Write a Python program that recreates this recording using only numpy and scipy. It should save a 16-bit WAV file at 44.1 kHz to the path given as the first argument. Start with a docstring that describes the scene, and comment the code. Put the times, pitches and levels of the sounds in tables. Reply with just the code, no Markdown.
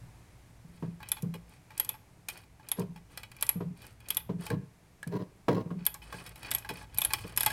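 """Low room rumble and faint air are heard first and run throughout; over them a hand bumps and scuffs
a machine's frame, which booms. Close by, a ratcheting tap wrench is worked by hand, all interleaved: fingers
rub and knock the handle, steel contacts tick, and the pawl ticks over a tooth and snaps into the next.
Blows are decaying sine modes plus bursts of coloured noise; rubbing is a stream of tiny random slips that
keeps such sounds going. A short room tail follows."""
import sys
import numpy as np
from scipy import signal
from scipy.fft import rfft, irfft, next_fast_len
from scipy.io import wavfile
from scipy.ndimage import map_coordinates

SR = 44100
rng = np.random.default_rng(int(sys.argv[2]) if len(sys.argv) > 2 else 0)


def dump(signal):
    """Clip the signal to [-1, 1] and save it as 16-bit WAV at the path in sys.argv[1]."""
    limited = np.clip(np.atleast_2d(signal).T, -1, 1)
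    pcm = np.round(limited * 32767).astype(np.int16)
    wavfile.write(sys.argv[1], SR, pcm)


N = 331632  # length of the scene in samples


def amp(db):
    """Turn decibels into gain."""
    return 10 ** (np.asarray(db) / 20)


def unit(x):
    """Scale a sound to an rms level of 1."""
    return x / np.sqrt(np.mean(x ** 2) + 1e-20)


def along(points, hz):
    """Read a curve of (Hz, value) points on a log frequency axis."""
    point_hz, value = np.transpose(points)
    return np.interp(np.log(hz + 1), np.log(point_hz + 1), value)


def curves(rows):
    """Draw straight lines between the rows: one value per sample for each column after the time."""
    s, *columns = np.transpose(rows)
    return [np.interp(np.arange(N) / SR, s, column) for column in columns]


def wobble(rate):
    """A smooth random curve with `rate` random points a second."""
    knots = rng.standard_normal(int(N * rate / SR) + 4)
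    return map_coordinates(knots, [np.arange(N) * rate / SR])


def filtered(x, gain):
    """Multiply the spectrum of x by a gain that depends on frequency."""
    size = next_fast_len(len(x) + 2048)
    spectrum = rfft(x, size) * gain(np.fft.rfftfreq(size, 1 / SR))
    return irfft(spectrum, size)[:len(x)]


def noise(spectrum, size):
    """Random hiss coloured by a spectrum, with an rms level of 1."""
    return unit(filtered(rng.standard_normal(size), lambda hz: amp(along(spectrum, hz))))


def add(track, s, sound):
    """Mix a sound into the track at time s in seconds."""
    part = track[round(s * SR):][:len(sound)]
    part += sound[:len(part)]


def burst(spectrum, t60, attack):
    """The dense vibration of a contact: coloured noise that falls 60 dB in t60 seconds."""
    t = np.arange(SR // 3) / SR
    onset = 1 - np.exp(-t / attack)
    return noise(spectrum, len(t)) * amp(-60 * t / t60) * onset


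def ring(modes, colour, attack, swell_cycles, scatter_db, detune):
    """Decaying sine modes; the blow's colour sets their levels, low ones swell slower, and each blow varies."""
    t = np.arange(SR // 3) / SR
    hz, db, t60 = np.transpose(modes)[:, :, None]
    size, pitch, phase = rng.standard_normal((3, len(modes), 1))
    level = amp(db + along(colour, hz) + scatter_db * size - 60 * t / t60)
    waves = np.sin(2 * np.pi * (hz * (1 + detune * pitch) * t + phase))
    onset = 1 - np.exp(-t / (attack + swell_cycles / hz))
    return np.sum(level * waves * onset, axis=0)


def slips(rate, spread_db):
    """Sparse random impulses of uneven size and either sign, on average `rate` a second."""
    happens = rng.random(N) < rate / SR
    return happens * rng.choice([-1, 1], N) * amp(spread_db * rng.standard_normal(N))


def strokes(rows, swell_db, fade_s):
    """Gain per sample: each stroke swells by swell_db to its crest, eases off again and lets go."""
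    t, gain = np.arange(N) / SR, np.zeros(N)
    for crest, rise_s, fall_s, db in rows:
        start, end = crest - rise_s, crest + fall_s
        contact = np.clip(np.minimum(t - start, end - t) / fade_s + .5, 0, 1)
        below_crest_db = np.interp(t, [start, crest, end], [swell_db, 0, swell_db])
        gain = np.maximum(gain, contact * amp(db - below_crest_db))
    return gain


# Low rumble of the room and the moving arm. Each row: time in seconds, relative level in dB.
RUMBLE_LEVEL = [(0.0, -53), (0.23, -62.5), (1.23, -57.5), (1.53, -66), (4.55, -57), (4.79, -69.5),
                (7.46, -50.5), (7.52, -45)]
# Colour of the low rumble. Each row: frequency in Hz, strength in dB per Hz.
RUMBLE_COLOUR = [(12, -44), (20, -30.5), (39, -10), (54, 9), (81, -3.5), (108, 6.5), (124, 7), (146, -7.5),
                 (195, -27.5), (220, -7.5), (290, -30.5), (480, -120)]
# Colour of the still air. 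Each row: frequency in Hz, strength in dB per Hz.
AIR_COLOUR = [(60, -4.5), (110, -1.5), (180, -18), (260, -8), (500, -14.5), (800, -13.5), (1400, -20),
              (2300, -19), (3100, -26), (6000, -27), (10000, -28), (13000, -32.5), (16500, -41.5)]


def background():
    """Workshop air and low rumble: two coloured noises, the air wavering and the rumble following its level."""
    air = amp(-62.5 + wobble(1.5)) * noise(AIR_COLOUR, N)
    rumble_db = curves(RUMBLE_LEVEL)[0] + 3.0
    return air + amp(rumble_db) * noise(RUMBLE_COLOUR, N)


# Ringing modes of the machine frame. Each row: pitch in Hz, relative level in dB, time to fall 60 dB in seconds.
FRAME_MODES = [(112, -5, .15), (140, -5, .14), (172, 0, .19), (190, -5, .14), (245, -7, .1), (291, -7, .15),
               (345, -8, .07), (404, 1, .14), (473, -2, .12), (545, -11, .07), (684, -16, .07),
               (960, -4, .07), (1080, -9, .06), (1620, -14, .06)]


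def boom():
    """A soft push mostly reaches the frame's lowest modes."""
    soft = [(110, -13), (172, -5.5), (250, -14), (450, -30), (900, -51.5)]
    return ring(FRAME_MODES, soft, attack=0.0059, swell_cycles=.7, scatter_db=-1.5, detune=0.013)


# The hand bumps the frame and settles against it. Each row: time in seconds, relative boom level in dB,
# hardness in dB, gap between rebounds in seconds, loss per rebound in dB.
FRAME_BUMPS = [(0.642, -33.5, -27.5, .05, 5), (0.824, -18, -13, 0.052, 8), (1.229, -16, -21.5, .032, 6.5),
               (1.345, -36, -6, 0.031, 8), (2.785, -19.5, -11.5, .02, 18), (2.818, -20.5, -14.5, 0.069, 8),
               (3.556, -17.5, -23, .05, 4), (3.604, -18.5, -11, 0.049, 4), (4.292, -17.5, -12, 0.046, 3.5),
               (4.502, -16.5, -15, .024, 0.5), (4.526, -15, -18.5, 0.047, 8.5),
               (5.066, -18.5, -20.5, 0.062, 10), (5.482, -12.5, -2, 0.0189, 10),
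               (5.657, -23, -18.5, 0.047, 0.5), (5.704, -22, -10.5, 0.047, 1.5),
               (6.136, -33.5, -8.5, .03, 6), (6.697, -32.5, -1, 0.026, 9), (7.243, -31.5, -7.5, 0.026, 8)]
# The hand scuffs along the frame. Each row: time of the crest in seconds, rise in seconds, fall in seconds,
# relative level in dB.
FRAME_SCUFFS = [(2.81, 0.037, 0.022, -34), (4.515, 0.015, .04, -30), (5.153, .04, 0.032, -30),
                (5.218, 0.038, 0.023, -32.5), (5.51, .008, .11, -26.5)]
# Colour of the thud of a bump. Each row: frequency in Hz, strength in dB per Hz.
THUD_COLOUR = [(50, -29.5), (110, 4.5), (230, 4), (320, 7), (440, 2.5), (620, 3), (800, -9), (1050, -3.5),
               (1500, -15), (2600, -20.5), (6000, -34), (12000, -41.5)]
CLACK_TILT = 1.7  # hardness counts this much more for the modes near 1 kHz
LEAN_DB = -65.5  # middle level of the frame's faint hum under the working hand, before the high-pass


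def frame():
    """Bumps make the frame boom, twice more as the hand settles; harder ones and scuffs reach higher modes."""
    out = np.zeros(N)
    for s, boom_db, hard_db, gap_s, loss_db in FRAME_BUMPS:
        clunk_db = boom_db + hard_db
        clack_db = boom_db + CLACK_TILT * hard_db
        colour = [(110, boom_db - 10), (180, boom_db - 8), (290, clunk_db - 1.5), (400, clunk_db - 8.5),
                  (480, clunk_db - 1.0), (680, clunk_db - 10), (900, clack_db - 0.5)]
        add(out, s, ring(FRAME_MODES, colour, attack=.002, swell_cycles=.7, scatter_db=1.2, detune=.008))
        add(out, s, amp(clunk_db - 6) * burst(THUD_COLOUR, t60=0.13, attack=0.0065))
        add(out, s, amp(clack_db + 6) * burst(THUD_COLOUR, t60=0.043, attack=0.0036))  # the blow itself
        for rebound in (1, 2):
            add(out, s + rebound * gap_s, amp(boom_db - rebound * loss_db) * boom())
    # stick-slip under the hand keeps shaking the same modes
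    colour = [(170, 9.8), (290, 10.4), (400, 1.2), (480, 3), (1000, 4)]
    body = ring(FRAME_MODES, colour, attack=.0003, swell_cycles=.2, scatter_db=1, detune=.004)
    contact = body + amp(9) * burst(THUD_COLOUR, t60=0.025, attack=0.000096)
    judder = unit(signal.fftconvolve(slips(rate=1500, spread_db=5), contact)[:N])
    speck = burst(CLATTER_COLOUR, t60=0.01, attack=0.00016)
    grit = unit(signal.fftconvolve(slips(rate=400, spread_db=4), speck)[:N])
    scuff_gain = strokes(FRAME_SCUFFS, swell_db=10.5, fade_s=0.023) * amp(1.8 * wobble(70))
    out += scuff_gain * (amp(0.5) * judder + amp(-21.5) * grit)
    hum = unit(signal.fftconvolve(slips(rate=150, spread_db=5), boom())[:N])
    out += amp(LEAN_DB + 0.5 * wobble(1.7)) * hum
    lowest_hz = 90  # the frame hardly radiates below this
    return signal.sosfilt(signal.butter(3, lowest_hz, "high", fs=SR, output="sos"), out)


# Ringing modes of the handle and tap. 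Each row: pitch in Hz, relative level in dB,
# time to fall 60 dB in seconds.
HANDLE_MODES = [(860, -2, 0.06), (1101, -2.5, 0.032), (1637, -1, 0.032), (1990, -17, 0.11),
                (2270, -11, 0.058), (2439, 0.5, 0.03), (2550, -17.5, 0.13), (3013, -14, 0.085),
                (3300, -8.5, 0.057), (3487, -6.5, 0.015), (3933, -13.5, 0.058), (4514, -1.5, 0.015),
                (5240, -12.5, 0.049)]
# Colour of the cloud of weaker modes. Each row: frequency in Hz, strength in dB per Hz.
CLATTER_COLOUR = [(300, -7), (600, -1.5), (900, 3.5), (1350, 0), (2300, -0.5), (2800, -3), (3300, -15),
                  (4100, -5.5), (5500, -13.5), (8000, -22)]


def handle(low_db, high_db, attack):
    """The wrench body answers a contact: clear modes in a cloud of weaker ones."""
    modes = ring(HANDLE_MODES, [(1500, low_db), (2600, high_db)], attack=attack, swell_cycles=4.2,
                 scatter_db=3.7, detune=0.015)
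    cloud_db = (low_db + high_db) / 2 - 5.0
    return modes + amp(cloud_db) * burst(CLATTER_COLOUR, t60=0.061, attack=attack)


# Skin and sleeve slide over the tool. Each row: time of the crest in seconds, rise in seconds,
# fall in seconds, relative level in dB.
RUB_STROKES = [(.75, 0.076, .2, -67), (1.52, 0.037, 0.058, -63), (2.33, 0.016, .12, -57.5),
               (2.8, 0.033, 0.034, -55), (3.2, .11, 0.062, -58), (3.85, 0.091, 0.091, -56.5),
               (4.445, 0.054, 0.067, -48.5), (6.21, 0.19, 0.12, -52), (6.46, 0.11, 0.18, -53.5),
               (6.78, 0.081, 0.072, -50.5), (7.19, 0.16, 0.14, -51), (7.5, 0.13, 0.063, -50)]
# Colour of the skin's rub. Each row: frequency in Hz, strength in dB per Hz.
SKIN_COLOUR = [(100, -26), (300, -3.5), (600, -7.5), (860, -8), (1700, -9), (2400, -17), (3000, -13.5),
               (4500, -38.5), (8000, -58)]
# Colour of the sleeve's hiss. Each row: frequency in Hz, strength in dB per Hz.
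SLEEVE_COLOUR = [(2000, -15), (4500, 2), (7000, -8), (9000, 2), (12000, -15), (16000, -23)]
# Colour of the grains of the knurling. Each row: frequency in Hz, strength in dB per Hz.
KNURL_COLOUR = [(1200, -18), (2500, 3.5), (4500, -5), (8000, 8), (12000, 10), (16000, -7)]
# the ratchet drags before and after each tooth: seconds before, seconds after, relative level in dB
DRAG_LEAD_S, DRAG_TAIL_S, DRAG_DB = .1, 0.067, -58.5


def rubbing():
    """Skin catches on knurled steel and sets it faintly ringing; the sleeve hisses along; the ratchet drags."""
    pressure = strokes(RUB_STROKES, swell_db=9.5, fade_s=0.023)
    drag_rows = [(s, DRAG_LEAD_S, DRAG_TAIL_S, DRAG_DB) for s, *_ in RATCHET_TEETH]
    drag = strokes(drag_rows, swell_db=9, fade_s=0.023)
    steel = np.zeros(N)
    # each of four fingers gets its own handle ring and its own wandering pressure
    for finger in range(4):
        catches = slips(rate=28, spread_db=4) * amp(3.5 * wobble(10))
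        steel += signal.fftconvolve(catches, handle(-2.5, -0.88, attack=0.0006))[:N]
    skin = noise(SKIN_COLOUR, N) * amp(3.5 * wobble(60))
    sleeve = noise(SLEEVE_COLOUR, N) * amp(3 * wobble(90))
    scrape = unit(steel) + amp(-4) * skin
    grain = burst(KNURL_COLOUR, t60=0.017, attack=.0002)
    knurl = unit(signal.fftconvolve(slips(rate=48, spread_db=5), grain)[:N])
    return (pressure + drag) * scrape + pressure * (amp(-6.5) * sleeve + amp(-7.5) * knurl)


# The loose handle knocks in the fingers. Each row: time in seconds, relative low ring level in dB,
# relative upper ring level in dB.
HANDLE_KNOCKS = [(1.003, -24.5, -53), (1.168, -24.5, -42.5), (1.339, -27, -39.5), (1.704, -25, -50),
                 (1.94, -23.5, -51), (2.285, -31, -27), (2.596, -29.5, -60), (2.96, -28, -49.5),
                 (3.818, -49, -43.5), (4.501, -10.5, -45), (5.945, -20.5, -50), (6.125, -14.5, -39),
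                 (6.263, -35.5, -36.5), (6.647, -15, -47), (6.69, -16, -29.5), (6.812, -20, -58),
                 (7.105, -15.5, -37), (7.463, -7, -26), (7.503, -25, -28)]
# The cross bar slides against its stop. Each row: time in seconds, relative level in dB.
BAR_CLINKS = [(4.503, -32.5), (5.029, -31), (7.501, -28.5)]
# Ringing modes of the cross bar. Each row: pitch in Hz, relative level in dB, time to fall 60 dB in seconds.
BAR_MODES = [(1610, -1, 0.029), (1675, 1, 0.04), (1740, -14, 0.067)]
# Colour of a steel contact. Each row: frequency in Hz, strength in dB per Hz.
TICK_COLOUR = [(1500, -25), (4000, -5), (6500, -5.5), (9000, 1.5), (11500, -1), (13500, 0.5), (15500, -13),
               (17000, -19.5)]
# Colour of a sharp crack. Each row: frequency in Hz, strength in dB per Hz.
CRACK_COLOUR = [(400, -32), (1000, -13), (3000, -3), (5800, -11.5), (9000, 0.5), (12000, -23),
                (13500, -4.5), (15500, -20.5), (17000, -22.5)]
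RATTLE_DB = -5.5  # bright rattle, relative to a knock's upper ring level in the table


def grip():
    """Fingers catch the handle, which knocks and rebounds in its play; the cross bar clinks on its stop."""
    out = np.zeros(N)
    for s, low_db, high_db in HANDLE_KNOCKS:
        delay = 0.012 * np.exp(0.22 * rng.standard_normal())  # about 12 ms to the first rebound
        for when, db in [(s, 0), (s + delay, -7), (s + 1.5 * delay, -13)]:
            add(out, when, amp(db) * handle(low_db - 15.5, high_db - 1.5, attack=0.00092))
            add(out, when, amp(db + high_db + RATTLE_DB) * burst(TICK_COLOUR, t60=0.033, attack=0.0015))
    for s, db in BAR_CLINKS:
        bar = ring(BAR_MODES, [(1670, 0.0062)], attack=0.0037, swell_cycles=2.4, scatter_db=1, detune=.002)
        add(out, s, amp(db + 6.0) * bar)
        add(out, s, amp(db - 12.5) * burst(CLATTER_COLOUR, t60=0.054, attack=0.00062))
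        add(out, s, amp(db - 9) * burst(CRACK_COLOUR, t60=0.016, attack=0.00026))
    return out


def steel_contact(contact_db, handle_db):
    """Steel meets steel: a short bright burst, which also stirs the handle."""
    steel = amp(contact_db - 11.5) * burst(TICK_COLOUR, t60=0.027, attack=0.00018)
    return steel + amp(-4.0) * handle(handle_db - 5, handle_db, attack=0.00035)


# Steel contacts around the wrench: mostly light ticks, with one hard knock near 7.13 s.
# Each row: time in seconds, relative contact level in dB, relative handle ring level in dB.
STEEL_CONTACTS = [(1.029, -39, -36), (1.2224, -27.5, -51), (2.286, -19, -34), (2.375, -35, -44),
                  (2.7951, -26, -49), (3.1745, -24, -30), (3.2328, -33.5, -33.5), (3.3162, -37, -41),
                  (3.3654, -38, -48), (4.0035, -43, -51), (4.465, -25, -30), (4.502, -32, -39),
                  (5.074, -32, -46), (5.9419, -22.5, -60), (6.358, -35.5, -42), (6.43, -35, -36),
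                  (6.5836, -23, -46), (6.945, -30.5, -45), (7.1346, -10, -17.5), (7.323, -39.5, -49)]
# The pawl climbs a tooth and drops into the next. Each row: time of the snap in seconds, climb in seconds,
# then relative levels in dB of the pawl's ring, the jolt to the handle and the chuck's ring.
RATCHET_TEETH = [(1.1175, .030, -19, -41, -26), (1.798, 0.02, -18.5, -39, -33.5),
                 (1.891, 0.044, -19, -44, -33.5), (2.716, .029, -19, -42.5, -31.5),
                 (3.4253, 0.015, -16.5, -38, -29.5), (3.4911, 0.025, -12.5, -38, -40),
                 (4.104, .018, -19, -41, -23), (4.1697, 0.023, -13.5, -43, -30),
                 (5.8646, .012, -12.5, -40, -27), (6.514, 0.0066, -17.5, -37.5, -32),
                 (6.5485, 0.011, -19.5, -40, -34), (6.9844, 0.0095, -16, -40.5, -36),
                 (7.017, .010, -19.5, -40, -27.5), (7.0487, 0.01, -15, -39.5, -28.5),
                 (7.3746, 0.011, -16.5, -35, -34.5), (7.4071, 0.0096, -15.5, -38, -32),
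                 (7.4322, 0.0084, -19.5, -40, -33), (7.4617, 0.014, -18.5, -31.5, -47)]
# Ringing modes of the pawl and ratchet wheel. Each row: pitch in Hz, relative level in dB,
# time to fall 60 dB in seconds.
PAWL_MODES = [(9220, -13.5, 0.024), (10800, -11.5, 0.013), (11700, -4.5, 0.02), (11400, 9, 0.026),
              (11000, -14, 0.025), (13070, -9, 0.019), (12570, -10.5, 0.012)]
# Colour of the pawl's buzz. Each row: frequency in Hz, strength in dB per Hz.
BUZZ_COLOUR = [(8000, -27.5), (10300, -8), (11300, 1), (11900, -1), (12600, -6), (14000, -31.5)]
# Colour of the chuck's ring. Each row: frequency in Hz, strength in dB per Hz.
CHUCK_COLOUR = [(2000, -39.5), (2850, -20.5), (3120, -6), (3350, 2), (3560, -0.5), (3850, -23),
                (5500, -22.5)]
CLIMB_TICK_DB, CLIMB_HANDLE_DB = -23.5, -47  # relative levels as the pawl meets a tooth
CRACK_DB = 10  # the crack of the snap, relative to the jolt level in the table


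def ratchet():
    """The sprung pawl ticks as it climbs a tooth, snaps down, rings near 11 kHz and jolts chuck and handle."""
    out = np.zeros(N)
    for s, climb_s, pawl_db, jolt_db, chuck_db in RATCHET_TEETH:
        add(out, s - climb_s, steel_contact(CLIMB_TICK_DB, CLIMB_HANDLE_DB))
        pawl = ring(PAWL_MODES, [(11000, 0.0086)], attack=0.00039, swell_cycles=0.88,
                    scatter_db=5.0, detune=0.013)
        add(out, s, amp(pawl_db - 13.0) * pawl)
        add(out, s, amp(pawl_db - 3.5) * burst(BUZZ_COLOUR, t60=0.02, attack=0.0001))
        add(out, s, amp(jolt_db + CRACK_DB) * burst(CRACK_COLOUR, t60=0.032, attack=0.00011))
        add(out, s, amp(chuck_db + 4) * burst(CHUCK_COLOUR, t60=0.022, attack=0.0011))
        add(out, s, amp(6.0) * handle(jolt_db, jolt_db + 3.5, attack=0.0021))
    for s, contact_db, handle_db in STEEL_CONTACTS:
        add(out, s, steel_contact(contact_db, handle_db))
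    return out


# How long the room rings on. Each row: frequency in Hz, time to fall 60 dB in seconds.
ROOM_DECAY = [(150, 0.42), (1000, 0.43), (4000, 0.25), (11000, 0.21), (16000, 0.34)]


def room(x, tail_db):
    """Short diffuse echoes as decaying noise: a fresh random tail for each quarter second of sound."""
    out = np.zeros(N)
    size = SR // 4
    for start in range(0, N, size):
        hz, t, grains = signal.stft(rng.standard_normal(SR // 2), SR, nperseg=256)
        decay = amp(-60 * t / along(ROOM_DECAY, hz)[:, None])
        tail = signal.istft(grains * decay, SR, nperseg=256)[1]
        tail *= 1 - np.exp(-np.arange(len(tail)) / SR / 0.0007)  # soft onset
        tail /= np.linalg.norm(tail)
        add(out, start / SR, amp(tail_db) * signal.fftconvolve(x[start:start + size], tail))
    return out


def scene():
    """Wrench, hand and frame with their room tail, over the background."""
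    near = ratchet() + grip() + frame() + rubbing()
    return (near + room(near, tail_db=-14) + background())[None]


TOP_HZ = 16100  # upper band limit


def record(dry):
    """A very steep low-pass removes the treble above the band limit."""
    return np.array([filtered(x, lambda hz: 1 / np.sqrt(1 + (hz / TOP_HZ) ** 160)) for x in dry])


dry = scene()
out = record(dry)
dump(out)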